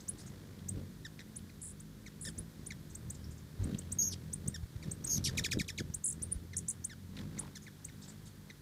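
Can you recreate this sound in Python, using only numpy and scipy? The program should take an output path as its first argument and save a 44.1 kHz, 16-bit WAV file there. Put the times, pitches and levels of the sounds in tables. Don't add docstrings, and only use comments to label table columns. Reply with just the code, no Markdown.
import sys
import numpy as np
from scipy import signal
from scipy.fft import rfft, irfft, next_fast_len
from scipy.io import wavfile
from scipy.ndimage import map_coordinates

SR = 44100
rng = np.random.default_rng(int(sys.argv[2]) if len(sys.argv) > 2 else 0)


def dump(signal):
    limited = np.clip(np.atleast_2d(signal).T, -1, 1)
    pcm = np.round(limited * 32767).astype(np.int16)
    wavfile.write(sys.argv[1], SR, pcm)


N = 379701
TIME = np.arange(N) / SR

# (time [s], wingbeat rate [Hz], level [dB])
SLOW_HOVER = [(0, 45, -59), (.29, 44.7, -53.5), (.46, 46.4, -64), (.76, 45.7, -43), (1.05, 43.7, -55.5),
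              (2.1, 43.2, -59.5), (2.6, 41.3, -52), (2.95, 40.5, -52), (3.2, 39.6, -47.5),
              (3.5, 40.4, -55.5), (3.8, 44.2, -48.5), (4.75, 39, -49), (5.3, 44, -45.5), (6.06, 41, -57.5),
              (6.2, 41, -49), (7.2, 45, -55), (7.38, 45.1, -50), (7.6, 44.5, -60), (8.61, 45, -61)]
FAST_HOVER = [(0, 48.3, -60.5), (.75, 52.3, -58), (1, 52, -54.5), (1.75, 51, -53), (2.3, 50.7, -51.5),
              (3.2, 50.6, -54), (3.7, 48.3, -51), (4.05, 51.4, -51.5), (4.45, 49.7, -52.5),
              (4.68, 50.2, -65), (4.9, 51.7, -51.5), (5.3, 51, -53), (5.72, 57.3, -56), (5.87, 48, -47.5),
              (6.02, 52, -58), (6.26, 52.4, -53.5), (6.95, 53.2, -59), (7.2, 50.6, -46),
              (7.75, 52.7, -56.5), (8.15, 50.6, -52.5), (8.61, 49, -58)]
SLOW_HUM_DB = [-15, -1, -5.5, -5.5, -12.5, -22.5, -25, -23.5, -23.5, -27]
FAST_HUM_DB = [-5.5, -2, 1.5, 0, -7.5, -12.5, -18, -18, -20.5, -24.5]
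# (closest time [s], fade time [s], eddy send [dB], swish send [dB])
FLY_BYS = [(.3, 0.43, -59, -67.5), (.78, .04, -52, -71), (2.28, 0.027, -54, -65.5), (2.39, 0.044, -56, -71),
           (2.68, 0.14, -67.5, -76), (3.69, 0.093, -48.5, -64.5), (4.05, 0.43, -68, -71.5),
           (4.47, 0.034, -53.5, -76), (4.88, 0.051, -54.5, -65), (5.08, 0.053, -58, -61),
           (5.18, 0.035, -53, -64), (5.37, 0.12, -52.5, -60), (5.571, 0.029, -45, -75),
           (5.809, 0.013, -45.5, -75), (6.24, .06, -61, -72), (6.72, 0.12, -75, -72),
           (7.2, .05, -57.5, -60.5), (7.41, 0.093, -60.5, -62.5), (8.1, 0.066, -65.5, -67),
           (8.5, 0.016, -62, -66)]
# (frequency [Hz], relative level [dB])
EDDY_EQ = [(30, -34), (50, 0), (120, 5), (250, -0.5), (400, -6.5), (550, -12), (800, -29), (1500, -58)]
SWISH_EQ = [(400, -8.5), (950, -2.5), (1800, -3), (2800, -10), (3800, -6), (7000, -14.5), (15000, -24)]
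GARDEN_EQ = [(240, -42), (400, -9), (694, -11), (1000, -9), (1150, -10.5), (1690, -8.5), (2710, -16),
             (3510, -11.5), (8150, -16), (11100, -17), (14600, -17), (15500, -23)]
# (time [s], length [s], pitch [Hz], relative level [dB])
BUSH_CALLS = [ (.003, 0.012, 7740, -56), (0.181, 0.044, 8000, -61.5), (0.184, 0.038, 4890, -62.5),
              (0.262, 0.025, 7000, -59), (2.898, 0.024, 6780, -63), (3.143, 0.017, 6500, -59),
              (3.241, 0.012, 5180, -57), (3.308, 0.022, 7380, -62), (3.378, 0.013, 6600, -62.5),
              (7.619, 0.032, 7400, -63.5), (8.015, 0.044, 7220, -63), (8.019, 0.033, 4410, -62),
              (8.078, .032, 7377, -58.5), (8.080, 0.029, 4420, -66), (8.263, .020, 4206, -64),
              (8.254, 0.036, 7610, -64)]
# (time [s], length [s], top pitch [Hz], level [dB])
PLAIN_CHIPS = [(0.08, 0.023, 10300, -30), (0.684, 0.015, 8830, -31), (1.356, .022, 10360, -38),
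               (1.796, 0.016, 9996, -46.5), (2.377, .021, 10240, -36.5), (2.660, 0.02, 9680, -37.5),
               (2.947, 0.014, 9160, -38.5), (3.098, 0.014, 9390, -35.5), (3.634, 0.016, 9170, -42.5),
               (3.783, .0127, 9300, -36.5), (3.917, 0.016, 9280, -30.5), (4.328, 0.017, 9415, -31),
               (4.474, 0.015, 8970, -30.5), (4.910, 0.015, 8770, -32.5), (5.04, 0.017, 8880, -31.5),
               (5.938, 0.016, 9670, -30), (6.121, 0.013, 8800, -37), (6.841, 0.017, 9390, -29.5),
               (7.385, 0.019, 10080, -31.5), (7.844, 0.013, 9050, -36.5)]
# (time [s], length [s], first pitch [Hz], top pitch [Hz], level [dB])
WARBLED_CHIPS = [(6.219, 0.023, 5300, 10000, -30.5), (6.314, 0.019, 8280, 9670, -28)]
# (time [s], length [s], band centre [Hz], level [dB])
TIP_FLICKS = [(.593, .01, 3340, -59), (1.392, .01, 3710, -59), (3.748, .01, 3380, -48.5),
              (3.822, .01, 3200, -57), (5.489, .01, 1900, -50), (5.647, .01, 3800, -56),
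              (7.17, .03, 3650, -50.5), (7.397, .09, 910, -54)]
# (time [s], length [s], thump pitch [Hz], peak level [dB])
SHARP_TURNS = [(.740, .05, 138, -35.5), (2.383, .03, 98, -36), (3.603, .05, 83, -29),
               (3.658, .05, 205, -28), (3.729, .03, 153, -29), (3.932, .01, 100, -33.5),
               (4.444, .05, 161, -31.5), (4.636, .01, 80, -36), (4.764, .01, 90, -33),
               (4.864, .03, 165, -32.5), (5.163, .03, 171, -29), (5.23, .01, 110, -29),
               (5.286, .01, 129, -30.5), (5.55, .01, 101, -28.5), (5.573, .01, 270, -22),
               (5.61, .01, 169, -25.5), (5.809, .01, 260, -28.5), (5.902, .01, 140, -30.5),
               (5.968, .01, 90, -36.5), (6.363, .01, 61.5, -32.5)]
# (time [s], length [s], first pitch [Hz], last pitch [Hz], roughness [0-1], tilt [dB/octave], level [dB])
RASPS = [ (1.047, 0.023, 2000, 1454, 0.07, -4.5, -45.5), (1.187, 0.033, 2006, 1655, 0.87, -5.5, -55),
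         (1.495, .009, 2490, 1740, .6, -7, -52.5), (2.061, .023, 2390, 1576, 0.28, -3.5, -50),
         (2.248, 0.016, 2045, 1460, 0.3, 2, -42.5), (2.267, 0.025, 1890, 1470, 0.1, -1, -44),
         (2.704, 0.021, 2405, 1594, 0.3, -6, -43.5), (4.54, 0.026, 1900, 1494, 0.2, -0.5, -44.5),
         (4.825, .024, 2448, 1580, 0.46, -1, -51), (5.27, 0.032, 2600, 1500, 0.36, 0, -43),
         (5.371, 0.029, 4130, 1604, 0.11, 0.5, -33), (5.437, .031, 4240, 1560, 0.1, -0.5, -34.5),
         (5.51, 0.029, 4360, 1526, 0.25, 0.5, -34), (5.587, 0.033, 4070, 1580, 0.2, -0.5, -37.5),
         (5.678, 0.03, 4200, 1615, 0.3, -.5, -42), (5.776, .031, 4110, 1464, 0.23, -1.5, -39.5),
         (6.531, .016, 2250, 1550, .6, -7, -51), (6.894, 0.043, 2140, 1435, 0.23, -5.5, -53),
         (7.165, 0.054, 1943, 1600, 0.93, -5, -60), (7.374, .016, 2455, 1600, .55, -4.5, -50.5),
         (7.551, 0.028, 2285, 1435, .45, 1, -48), (7.665, 0.02, 2330, 1566, 0.36, -8.5, -48.5),
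         (7.886, 0.016, 2320, 1590, 0.6, -6.5, -52.5), (8.499, 0.013, 2300, 1634, 0.42, -7.5, -46.5)]
# (frequency [Hz], gain [dB])
RASP_EQ = [(1300, -1), (1650, 1.5), (2000, -2.5), (2400, 7), (2900, -5.5), (3900, 1.5), (5300, 3.5),
           (7000, -0.5), (9000, -9), (12000, -15.5), (15000, -20)]
# (time [s], length [s], swing period [s], low pitch [Hz], high pitch [Hz], level [dB])
TWITTER_NOTES = [ (1.615, 0.11, 0.019, 6600, 11200, -43), (2.21, 0.0994, 0.019, 6700, 11180, -42.5),
                 (6.04, 0.08, 0.022, 6500, 11150, -29.5), (6.565, 0.03, .0212, 5550, 10850, -30.5),
                 (6.682, 0.036, 0.024, 5900, 10700, -30)]
# (time [s], top pitch [Hz], dip depth [Hz], dip rate [Hz], roughness [0-1], level [dB])
SQUEAL_CURVES = [
    [(3.986, 6540, 200, 79, 0, -30.5), (4.014, 6600, 1620, 74, .05, -30), (4.066, 6620, 1670, 69, 0, -36),
     (4.085, 6420, 800, 76, .3, -36), (4.100, 6420, 900, 200, 0.1, -48.5),
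     (4.135, 5400, 1950, 270, 0.5, -39), (4.144, 5290, 2250, 240, 1, -48)],
    [(5.063, 6700, 1600, 80, 0.1, -53), (5.076, 6730, 1630, 80, 0.02, -34), (5.088, 6700, 910, 74, .3, -45),
     (5.102, 6540, 1570, 81, 0.3, -33.5), (5.145, 6510, 2360, 81, 0.33, -33),
     (5.168, 6403, 2840, 77, 0.46, -40.5), (5.183, 5700, 3370, 84, .77, -40.5)],
    [(5.240, 5680, 2096, 247, .5, -39), (5.253, 5950, 2294, 233, 0.54, -30),
     (5.272, 5500, 2337, 220, 0.67, -34), (5.285, 4700, 2300, 255, 0.7, -39)],
]

TOP_HZ = 15550


def undb(db):
    return 10 ** (np.asarray(db) / 20)


def unit(x):
    return x / np.sqrt(np.mean(x ** 2))


def curves(rows, t):
    s, *columns = np.transpose(rows)
    return [np.interp(t, s, c) for c in columns]


def response(eq, hz):
    f, db = np.transpose(eq)
    return undb(np.interp(np.log(np.maximum(hz, 1)), np.log(f), db))


def noise(eq):
    size = next_fast_len(N, True)
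    spectrum = rfft(rng.standard_normal(size)) * response(eq, np.fft.rfftfreq(size, 1 / SR))
    return unit(irfft(spectrum, size)[:N])


def walk(rate, size=N):
    at = np.arange(size) * rate / SR
    return map_coordinates(rng.standard_normal(int(at[-1]) + 2), [at], order=1)


def phase_of(hz):
    return 2 * np.pi * np.cumsum(hz) / SR


def span(length):
    return np.arange(int(max(length, .004) * SR)) / SR


def gate(t, attack, release):
    fade_in = np.sin(np.pi / 2 * np.clip(t / attack, 0, 1))
    return fade_in * np.sin(np.pi / 2 * np.clip((t[-1] - t) / release, 0, 1))


def add(track, s, sound):
    i = max(int(s * SR), 0)
    track[i:i + len(sound)] += sound[:N - i]


def strokes(s, length, gap_s=.0205):
    return s + np.arange(0, length, gap_s)


def hover(rows, harmonics_db, swoop, jitter, flutter, wander=.04):
    hz, db = curves(rows, TIME)
    phase = phase_of(hz * (1 + wander * walk(9) + jitter * walk(35)))
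    hum = sum(undb(h) * (1 + flutter * walk(14)) * np.cos(k * phase + 2 * flutter * walk(9))
              for k, h in enumerate(harmonics_db, 1))
    return unit(hum) * np.hypot(undb(db), swoop), phase


def swoops():
    eddy, swish = np.zeros(N), np.zeros(N)
    for s, fade, eddy_db, swish_db in FLY_BYS:
        near = np.exp(-np.minimum(((TIME - s) / fade) ** 2, 20))
        eddy += undb(eddy_db) * near
        swish += undb(swish_db) * near
    return eddy, swish


def wings(sway_db=2.5, gust_db=1.14):
    swoop_eddy, swoop_swish = swoops()
    swoop_hum = undb(.5) * swoop_eddy
    slow, slow_phase = hover(SLOW_HOVER, SLOW_HUM_DB, swoop_hum, jitter=.03, flutter=.45)
    fast, fast_phase = hover(FAST_HOVER, FAST_HUM_DB, swoop_hum, jitter=.04, flutter=.42)
    hum = sum(bird * undb(-.5 + sway_db * walk(16)) for bird in (slow, fast))
    turning = sum(np.exp(-np.minimum(((TIME - s) / .016) ** 2, 20))
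                  for row in SHARP_TURNS for s in strokes(*row[:2]))
    hum /= 1 + .31 * turning
    stir_db = (curves(SLOW_HOVER, TIME)[1] + curves(FAST_HOVER, TIME)[1]) / 2 + gust_db * walk(8)
    eddy_level = np.hypot(undb(stir_db - 3), undb(7) * swoop_eddy)
    swish_level = np.hypot(undb(stir_db - 18.5), undb(2.5) * swoop_swish)
    eddies = noise(EDDY_EQ) * unit(1 + .69 * np.cos(2 * slow_phase)) * eddy_level
    feathers = noise(SWISH_EQ) * unit(np.exp(.55 * np.cos(fast_phase))) * swish_level
    return hum + eddies + feathers


def garden_hiss(level_db=-64, drift_db=.5):
    return noise(GARDEN_EQ) * undb(level_db + drift_db * walk(2.25))


def whistle(hz, overtone_db):
    phase = phase_of(hz)
    alias_guard = np.clip((SR * .4 - 2 * hz) / 2000, 0, 1)
    return np.sqrt(2) * (np.sin(phase) + undb(overtone_db) * alias_guard * np.sin(2 * phase))


def far_calls(waver=.2):
    out = np.zeros(N)
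    for s, length, hz, db in BUSH_CALLS:
        t = span(length)
        buzz = whistle(hz * (1 + waver * walk(600, len(t))), overtone_db=-27)
        add(out, s, undb(db) * gate(t, .0016, .0077) * buzz)
    return out


def chip(length, first_hz, top_hz, rise_s, warble_depth_hz=0, warble_rate_hz=229):
    t = span(length)
    climb = np.interp(t / rise_s, [0, .42, .8, 1, 1.4, 2], [.003, .33, .88, 1, .76, .81])
    warble = warble_depth_hz * np.sin(2 * np.pi * warble_rate_hz * t)
    hz = first_hz + climb * (top_hz - first_hz + warble)
    swell = undb(np.interp(t / t[-1], [0, .55, .8, 1], [-21, -3, -5, -19]))
    return swell * gate(t, .00045, .0017) * whistle(hz, overtone_db=-15)


def chips(start_hz=5480, climb_hz_per_s=296000):
    out = np.zeros(N)
    for s, length, top_hz, db in PLAIN_CHIPS:
        rise_s = (top_hz - start_hz) / climb_hz_per_s
        add(out, s, undb(db) * chip(length, start_hz, top_hz, rise_s))
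    for s, length, first_hz, top_hz, db in WARBLED_CHIPS:
        add(out, s, undb(db) * chip(length, first_hz, top_hz, rise_s=.0113, warble_depth_hz=545))
    return out


def flicks(puff_s=.012, width=.12):
    out, t = np.zeros(N), span(puff_s)
    for start, length, hz, db in TIP_FLICKS:
        band = signal.butter(1, [hz / (1 + width), hz * (1 + width)], "band", fs=SR, output="sos")
        for s in strokes(start, length):
            puff = unit(signal.sosfilt(band, rng.standard_normal(len(t))))
            add(out, s - puff_s / 2, undb(db) * puff * np.hanning(len(t)))
    return out


def turn_thumps(width_cycles=.37, swish_db=-32, uneven_db=1.7):
    thumps, brush = np.zeros(N), np.zeros(N)
    t = span(.06) - .03
    for start, length, hz, db in SHARP_TURNS:
        for s in strokes(start, length):
            peak = undb(db + uneven_db * rng.standard_normal())
            push = peak * np.exp(-.5 * (t * hz / width_cycles) ** 2)
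            add(thumps, s + t[0], push * np.cos(2 * np.pi * hz * t))
            add(brush, s + t[0], push)
    return thumps + undb(swish_db) * brush * noise(SWISH_EQ)


def chatter_and_wing_swish(jitter=.094, flicker=.24):
    out, harmonics = np.zeros(N), np.arange(1, 10)[:, None]
    for s, length, first_hz, last_hz, rough, tilt_db, db in RASPS:
        t = span(length)
        progress = t / t[-1]
        shoulder_hz = 1.2 * last_hz
        early = np.interp(progress, [0, .12, .35, .65], [.99, .86, .26, .019])
        late = np.interp(progress, [.6, .78, 1], [0, .2, 1])
        hz = shoulder_hz + early * (first_hz - shoulder_hz) + late * (last_hz - shoulder_hz)
        hz *= 1 + jitter * rough * walk(1400, len(t))
        unsteady = np.exp(flicker * np.array([walk(231, len(t)) for _ in harmonics]))
        timbre = response(RASP_EQ, harmonics * hz) * undb(tilt_db * np.log2(harmonics))
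        gains = timbre * unsteady * (harmonics * hz < TOP_HZ)
        stack = (gains * np.sin(harmonics * phase_of(hz))).sum(0)
        swell = undb(np.interp(progress, [0, .35, .7, 1], [-.5, -.5, -3, -1]))
        shimmer = 1 + rough * walk(708, len(t))
        add(out, s, undb(db) * unit(stack) * swell * shimmer * gate(t, .0054, .0024))
    return out


def twitters(lead_s=.0044, sink_hz_per_s=8000, fade_db=9):
    out = np.zeros(N)
    for s, length, period, low_hz, high_hz, db in TWITTER_NOTES:
        t = span(length + lead_s) - lead_s
        swing = np.abs(np.sin(np.pi * np.maximum(t, 0) / period)) ** 1.6
        hz = low_hz + swing * (high_hz - low_hz - sink_hz_per_s * t)
        swing_db = np.interp(swing, [0, .25, .7, 1], [-15, -1.5, -2.5, -5.5])
        effort = undb(db + swing_db - fade_db * (t / length) ** 2)
        add(out, s - lead_s, effort * gate(t + lead_s, .0098, .0051) * whistle(hz, overtone_db=-21.5))
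    return out


def squeals(jitter=.076, shimmer=.54, merge_hz=260, dip_db=8, uneven=.289, wander=.0092, drift=.105):
    out = np.zeros(N)
    for rows in SQUEAL_CURVES:
        start, end = rows[0][0], rows[-1][0]
        t = span(end - start)
        top_hz, depth_hz, dip_rate, rough, db = curves(rows, start + t)
        dip_rate *= 1 + uneven * rough * walk(300, len(t)) + drift * walk(70, len(t))
        narrowness = np.maximum(2, (merge_hz / dip_rate) ** 2)
        dip = np.abs(np.cos(phase_of(dip_rate) / 2)) ** narrowness
        held_hz = top_hz * (1 + wander * walk(199, len(t)))
        hz = held_hz - depth_hz * dip * (1 + uneven * walk(150, len(t)))
        hz *= 1 + jitter * rough * walk(2500, len(t))
        effort = undb(db - dip_db * dip) * (1 + shimmer * rough * walk(1500, len(t)))
        voice = whistle(hz, overtone_db=-19.5 + 14 * rough + 12.4 * dip)
        add(out, start, effort * gate(t, .00092, .0014) * voice)
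    return out


def scatter(x, t60, predelay_s):
    t = span(.4)
    tail = rng.standard_normal(len(t)) * np.exp(-np.log(1000) * t / t60) * (t > predelay_s)
    return signal.fftconvolve(x, tail / np.linalg.norm(tail))[:N]


def scene():
    near = chips() + twitters() + squeals() + chatter_and_wing_swish()
    far = far_calls()
    fence = undb(-8.5) * scatter(near, t60=.031, predelay_s=.0012)
    wall = undb(-18.5) * scatter(near, t60=.088, predelay_s=.012)
    bushes = undb(1) * far + undb(-2.5) * scatter(far, t60=.14, predelay_s=.00067)
    garden = garden_hiss()
    return (near + fence + wall + bushes + wings() + turn_thumps() + flicks() + garden)[None]


def record(dry):
    low_cut = signal.butter(3, 32, "high", fs=SR, output="sos")
    high_cut = signal.ellip(10, .2, 70, TOP_HZ, fs=SR, output="sos")
    return signal.sosfilt(high_cut, signal.sosfilt(low_cut, dry))


dry = scene()
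out = record(dry)
dump(out)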